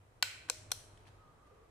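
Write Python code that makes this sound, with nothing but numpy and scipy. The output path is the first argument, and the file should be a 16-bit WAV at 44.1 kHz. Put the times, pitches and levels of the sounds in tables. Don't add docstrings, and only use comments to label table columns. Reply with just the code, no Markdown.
import sys
import numpy as np
from scipy import signal
from scipy.fft import rfft, irfft
from scipy.io import wavfile

SR = 44100
rng = np.random.default_rng(int(sys.argv[2]) if len(sys.argv) > 2 else 0)


def put_to_file(sound):
    columns = np.atleast_2d(sound).T
    safe = np.clip(columns, -1, 1)
    whole_steps = np.round(safe * 32767)
    wavfile.write(sys.argv[1], SR, whole_steps.astype(np.int16))


def voltage_ratio(decibels):
    exponent = np.asarray(decibels, float) / 20
    return 10 ** exponent


N = 74970

# centre_hz, density_db (per Hz)
HISS_SPECTRUM = [(130, -10.5), (250, -5), (450, -4), (1000, -7), (2000, -15.5), (4500, -25.5),
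                 (9000, -26.5), (12000, -34), (15500, -37)]
# centre_hz, density_db (per Hz)
RUMBLE_SPECTRUM = [(12, -34), (20, 1.5), (86, 3), (126, 2), (178, -9.5), (200, -15), (260, -45),
                   (440, -120)]
# centre_hz, likeness (0 to 1; below 0 acts as 0)
BACKGROUND_LIKENESS = [(60, 1), (180, 0.73), (550, 0.49), (1650, -0.36), (4970, -0.01), (15000, -0.07)]
# time_s, level_db
TRAFFIC_SWELL = [(0, -0.5), (.3, 0.5), (.7, 5), (1.101, 3), (1.4, 1), (1.7, 0)]
HISS_DB, RUMBLE_DB = -66, -65
# time_s, pitch_hz, level_db
MOTOR_HUM = [(0.0, 95.5, -61.5), (0.184, 104.6, -80.5), (0.261, 99.7, -64.5), (0.368, 101.6, -63.5),
             (0.506, 98.5, -73), (0.709, 102.6, -60), (0.724, 102.4, -81), (0.756, 99.06, -65),
             (1.288, 99, -66), (1.406, 97.6, -90.5), (1.538, 92.2, -79.5), (1.7, 91, -90)]
HUM_FLUTTER_DB = 1.5

# start_s, level_db
LATCH_CONTACTS = [(0.2254, -24), (0.2257, -23), (0.2261, -22), (0.2268, -23), (0.2273, -25), (0.2279, -23),
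                  (0.2288, -30), (0.2297, -31), (0.2312, -35), (0.2330, -40), (0.2390, -41)]
# start_s, level_db
PAWL_CONTACTS = [
    (0.4984, -38),
    (0.4988, -20),
    (0.4992, -24),
    (0.4996, -28),
    (0.5004, -31),
    (0.5016, -34),
    (0.5030, -37),
    (0.5055, -42),
]
# start_s, level_db
SEAR_CONTACTS = [
    (0.7157, -42),
    (0.7165, -32),
    (0.7170, -35),
    (0.7177, -27),
    (0.7184, -29),
    (0.7191, -29),
    (0.7204, -33),
    (0.7212, -38),
    (0.7221, -41),
]
# pitch_hz, level_db, t60_s
LATCH_MODES = [(600, -21.5, 0.012), (848, -17.5, 0.0079), (1054, -20.5, .012), (1481, -9.5, 0.042),
               (2000, -7, 0.017), (2323, -6, 0.024), (2660, -2, .012), (3130, -6.5, 0.02),
               (4118, -2, 0.016), (4600, -1.5, 0.0062), (5280, -4, 0.009), (6070, 0, 0.0027),
               (7600, -2.5, 0.0054), (9600, -11, 0.0028)]
PAWL_MODES = [(500, -22, 0.05), (785, -19, 0.0085), (1127, -21, 0.022), (1500, -17, 0.023),
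              (2370, -6.5, 0.0077), (3343, -15.5, 0.01), (4200, -2, 0.0073), (4490, -8.5, 0.0034),
              (5568, 0, 0.007), (5980, -1, 0.0057), (7510, 0, 0.0055), (9060, -3.5, 0.0049),
              (10950, -18.5, 0.00427), (14100, -10, 0.0032)]
SEAR_MODES = [(490, -28.5, 0.05), (774.7, -17, 0.016), (1200, -31, 0.0056), (1440, -7, 0.01),
              (1910, -13, 0.0043), (2450, -14, 0.0098), (3240, -8, 0.017), (4200, -2, 0.013),
              (5800, 3, 0.01), (8080, 2, 0.00379), (9320, -1.5, 0.0055), (10520, -3.5, 0.009),
              (11600, -7.5, 0.006), (13600, -9, 0.004)]
# level_db, crack_db, crack_low_hz, crack_high_hz, room_db
CLICK_BALANCE = [
    (-3, -3, 890, 17000, -10),
    (-1.5, -0.5, 4000, 8800, -14.5),
    (-1, 3, 2930, 9700, -14),
]
CRACK_S, CRACK_LIKENESS, SMALL_BODY_HZ = 0.00035, 0.1, 450
ROOM_DAMPING, ROOM_CRACK_DB = 0.54, 9
PAN_DB, LEFT_LEAD_S, PATH_SPREAD_S = 1.5, 0.00004, 0.00003
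# start_s, pitch_hz, level_db, t60_s
FREE_RINGS = [
    (0.228, 1524, -58, .9),
    (0.228, 4100, -56.5, 0.35),
    (0.228, 7687, -51, .3),
    (0.502, 618, -64, 1.7),
    (0.502, 500, -50.5, 0.042),
    (0.719, 490, -58, .04),
    (0.5, 4100, -83, .4),
    (0.5, 5750, -73, 0.391),
    (0.72, 4200, -61, 0.22),
    (0.72, 5800, -79.5, .35),
]

# start_s, length_s, level_db
TOUCHES = [
    (0.484, 0.011, -51),
    (0.705, 0.00524, -54),
    (1.062, 0.034, -66.5),
    (1.263, 0.029, -80),
    (1.461, 0.027, -75),
    (0.822, 0.47, -73.5),
    (0.974, 0.0078, -72),
]
# pitch_hz, level_db, t60_s
TOUCH_MODES = [(1000, -5, 0.00649), (1740, -5, 0.0051), (2020, -9.5, 0.0035), (2679, -0.5, 0.0018),
               (3970, -5, 0.0025), (5500, -7, .0015), (7000, -9.5, .0015), (9200, -9, 0.0015)]
GRAINS_PER_S, TOUCH_ROOM_DB = 4000, -10.5
# start_s, pitch_hz, level_db
LOOSE_TICKS = [
    (0.4892, 1680, -46),
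    (0.4912, 1640, -47.5),
    (0.9746, 3200, -54),
    (0.976, 8000, -58),
    (1.054, 2510, -58),
    (1.0690, 2480, -56.5),
    (1.0743, 3400, -57.5),
    (1.078, 2707, -65),
    (1.090, 3020, -61),
]
TICK_CYCLES = 22

# centre_hz, t60_s
ROOM_T60 = [(300, 1.4), (800, .5), (2000, 0.85), (5000, .5), (9000, 0.6042), (15000, 0.24)]
# centre_hz, level_db
ROOM_COLOUR = [(300, -4.5), (800, -1), (2000, 0), (5000, 1), (9000, 1), (15000, 4)]
# centre_hz, likeness (0 to 1)
ROOM_LIKENESS = [(300, .7), (700, .35), (1200, 0.12), (15000, 0.08)]
FIRST_ECHO_S, ROOM_FILL_S, SECOND_DB, SECOND_STRETCH = 0.0013, 0.004, -14.5, 0.8

# start_s, length_s, pitch_hz, width_hz, level_db
FAR_TONES = [
    (1.121, 0.55, 1215, 220, -73.5),
    (1.3, 0.31, 1300, 83, -88),
    (1.57, .25, 450, 110, -75.5),
    (1.5, 0.12, 527, 40, -69.5),
    (0.96, 0.46, 100, 9.2, -77.5),
    (0.702, 0.23, 1100, 110, -88),
]
FAR_EDGE_S, FAR_LIKENESS = 0.026, 0.28
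# time_s, pitch_hz, level_db
HIGH_WHINE = [
    (1.17, 1250, -88),
    (1.21, 1255, -72.5),
    (1.3, 1230, -70.5),
    (1.37, 1235, -94),
    (1.395, 1120, -75.5),
    (1.43, 1235, -74),
    (1.52, 1190, -74.5),
    (1.6, 1150, -81.5),
    (1.67, 1200, -76.5),
]
LOW_WHINE = [
    (1.5, 450, -79.5),
    (1.53, 468, -65),
    (1.6, 432, -74.5),
    (1.635, 481, -70),
    (1.7, 435, -75.5),
]
WHINE_FLUTTER_DB, WHINE_WOBBLE_HZ = 3.5, 20

# centre_hz, difference_db
PORT_BALANCE = [(700, 0), (2500, -1.5), (6000, 0), (9000, 5), (15000, 1)]
TOP_HZ, EDGE_HZ = 15000, 16700


def rms_one(x):
    return x / np.sqrt(np.mean(x ** 2) + 1e-20)


def at_hz(points, hz):
    centre_hz, value = np.transpose(points)
    return np.interp(np.log(hz), np.log(centre_hz), value)


def drift(rate_hz):
    pole = np.exp(-2 * np.pi * rate_hz * 40 / SR)
    white = rng.standard_normal(N // 40 + 2002)
    slow = signal.lfilter([1], [1, -2 * pole, pole * pole], white)[2000:]
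    return np.interp(np.arange(N) / 40, np.arange(len(slow)), rms_one(slow))


def impulse(start_s):
    return 1.0 * (np.arange(N) == int(start_s * SR))


def ring(force, hz, t60):
    radius, angle = voltage_ratio(-60 / (t60 * SR)), 2 * np.pi * hz / SR
    poles = [1, -2 * radius * np.cos(angle), radius * radius]
    return signal.lfilter([0, np.sin(angle)], poles, force + 1e-18)


def pair(white, alike):
    alike = np.clip(alike, 0, 0.99)
    shared, opposed = white
    return np.sqrt(1 + alike) * shared + np.sqrt(1 - alike) * opposed * [[1], [-1]]


def bands():
    edges = 20 * 2 ** np.arange(0, 9.8, 1 / 3)
    white = rng.standard_normal((2, 2, N))
    for k, (low, high) in enumerate(zip(edges, edges[1:])):
        band = signal.butter(2, [low, high], "band", fs=SR, output="sos")
        yield np.sqrt(low * high), signal.sosfilt(band, white[k % 2])


def background():
    hiss, rumble = 0, 0
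    swell_db = np.interp(np.arange(N) / SR, *np.transpose(TRAFFIC_SWELL))
    for hz, noise in bands():
        flicker = voltage_ratio(0.67 * drift(2.7))
        both = pair(noise, at_hz(BACKGROUND_LIKENESS, hz)) * flicker
        if hz > 160:
            hiss = hiss + voltage_ratio(at_hz(HISS_SPECTRUM, hz) + swell_db * (hz < 1500)) * both
        else:
            rumble = rumble + voltage_ratio(at_hz(RUMBLE_SPECTRUM, hz) + swell_db) * both
    return voltage_ratio(HISS_DB) * rms_one(hiss) + voltage_ratio(RUMBLE_DB) * rms_one(rumble)


def motor_hum():
    time_s, pitch_hz, level_db = np.transpose(MOTOR_HUM)
    t = np.arange(N) / SR
    phase = 2 * np.pi * np.cumsum(np.interp(t, time_s, pitch_hz)) / SR
    level = voltage_ratio(np.interp(t, time_s, level_db) + HUM_FLUTTER_DB * drift(9.3))
    return np.sqrt(2) * level * np.sin(phase)


def click(contacts, modes, crack_db, low_hz, high_hz):
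    start_s, level_db = np.transpose(contacts)
    path = rng.standard_normal((len(contacts), len(modes), 2))
    sign = rng.choice([-1, 1], (len(contacts), len(modes)))
    out, unit = np.zeros((3, N)), impulse(0)
    total = np.sqrt(np.sum(voltage_ratio(level_db) ** 2))
    band = signal.butter(2, [low_hz, high_hz], "band", fs=SR, output="sos")
    room_crack = voltage_ratio(crack_db + ROOM_CRACK_DB) * rfft(signal.sosfilt(band, unit + 1e-18))
    power = abs(room_crack) ** 2
    for k, (hz, mode_db, t60) in enumerate(modes):
        strikes = np.zeros((2, N))
        for side in (0, 1):
            at = (start_s + side * LEFT_LEAD_S + PATH_SPREAD_S * path[:, k, side]) * SR
            strikes[side, at.astype(int)] = sign[:, k] * voltage_ratio(level_db)
        mode_rms = total * voltage_ratio(mode_db) * np.std(ring(unit, hz, t60))
        out[:2] += mode_rms * rms_one(ring(strikes, hz, t60))
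        power += abs(voltage_ratio(mode_db) * rfft(ring(unit, hz, t60 * ROOM_DAMPING))) ** 2
    hits = np.zeros(N)
    hits[(start_s * SR).astype(int)] = voltage_ratio(level_db + crack_db)
    crack_envelope = signal.lfilter([1], [1, -np.exp(-1 / (CRACK_S * SR))], hits)
    crack = crack_envelope * pair(rng.standard_normal((2, N)), CRACK_LIKENESS)
    out[:2] += signal.sosfilt(band, crack + 1e-18)
    loudest_s = start_s[np.argmax(level_db)]
    out[2] = total * np.roll(irfft(np.sqrt(power), N), int(loudest_s * SR))
    small_body = signal.butter(6, SMALL_BODY_HZ, "high", fs=SR, output="sos")
    return signal.sosfilt(small_body, out)


def free_rings():
    return sum(voltage_ratio(db) * ring(impulse(s), hz, t60) for s, hz, db, t60 in FREE_RINGS)


def rustle():
    t, effort, out = np.arange(N) / SR, 0, 0
    for start_s, length_s, db in TOUCHES:
        effort = effort + voltage_ratio(db) * np.sin(np.pi * np.clip((t - start_s) / length_s, 0, 1))
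    for hz, db, t60 in TOUCH_MODES:
        grains = (rng.random((2, N)) < GRAINS_PER_S / SR) * rng.standard_normal((2, N))
        out = out + voltage_ratio(db) * ring(effort * grains, hz, t60)
    return out


def ticks():
    return sum(voltage_ratio(db) * ring(impulse(s), hz, TICK_CYCLES / hz) for s, hz, db in LOOSE_TICKS)


def room_response():
    t = np.maximum(np.arange(N) / SR - FIRST_ECHO_S, 0)
    out = 0
    for hz, noise in bands():
        fall_db = -60 * t / at_hz(ROOM_T60, hz)
        decay = voltage_ratio(fall_db) + voltage_ratio(SECOND_DB + fall_db / SECOND_STRETCH)
        out = out + voltage_ratio(at_hz(ROOM_COLOUR, hz)) * decay * pair(noise, at_hz(ROOM_LIKENESS, hz))
    return out * (1 - np.exp(-t / ROOM_FILL_S)) / np.sqrt(SR / 20)


def revolver():
    direct = rustle() + ticks()
    send = voltage_ratio(TOUCH_ROOM_DB) * direct[0]
    all_contacts = (LATCH_CONTACTS, PAWL_CONTACTS, SEAR_CONTACTS)
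    all_modes = (LATCH_MODES, PAWL_MODES, SEAR_MODES)
    for contacts, modes, balance in zip(all_contacts, all_modes, CLICK_BALANCE):
        db, crack_db, low_hz, high_hz, room_db = balance
        x = voltage_ratio(db) * click(contacts, modes, crack_db, low_hz, high_hz)
        direct = direct + x[:2]
        send = send + voltage_ratio(room_db) * x[2]
    direct = direct + free_rings()
    pan = voltage_ratio([[PAN_DB / 2], [-PAN_DB / 2]])
    return direct * pan + signal.fftconvolve(send[None], room_response(), axes=1)[:, :N]


def far_tones():
    t, out = np.arange(N) / SR, 0
    for start_s, length_s, hz, width_hz, db in FAR_TONES:
        noise = pair(rng.standard_normal((2, N)), FAR_LIKENESS)
        t60 = 2.2 / width_hz
        tone = ring(ring(noise, hz, t60), hz, t60)
        fade = np.clip(np.minimum(t - start_s, start_s + length_s - t) / FAR_EDGE_S, 0, 1)
        out = out + voltage_ratio(db) * rms_one(tone) * fade
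    return out


def whine(course):
    time_s, pitch_hz, level_db = np.transpose(course)
    t = np.arange(N) / SR
    phase = 2 * np.pi * np.cumsum(np.interp(t, time_s, pitch_hz) + WHINE_WOBBLE_HZ * drift(25)) / SR
    flutter_db = WHINE_FLUTTER_DB * np.array([drift(30), drift(30)])
    level = voltage_ratio(np.interp(t, time_s, level_db, -120, -120) + flutter_db)
    port_phase = 0.5 * np.array([drift(8), drift(8)])
    return np.sqrt(2) * level * np.sin(phase + port_phase)


def scene():
    near = revolver()
    far = background() + motor_hum() + far_tones() + whine(HIGH_WHINE) + whine(LOW_WHINE)
    return near + far


def band_limit(x):
    return signal.sosfilt(signal.butter(12, 16460, fs=SR, output="sos"), x)


def record(dry):
    tilt_db = at_hz(PORT_BALANCE, np.fft.rfftfreq(N, 1 / SR) + 1) / 2
    ports = irfft(rfft(dry) * voltage_ratio([tilt_db, -tilt_db]), N)
    roll_off = signal.butter(4, TOP_HZ, fs=SR, output="sos")
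    cut = signal.cheby2(10, 50, EDGE_HZ, fs=SR, output="sos")
    return band_limit(signal.sosfilt(np.vstack([roll_off, cut]), ports))


dry = scene()
out = record(dry)
put_to_file(out)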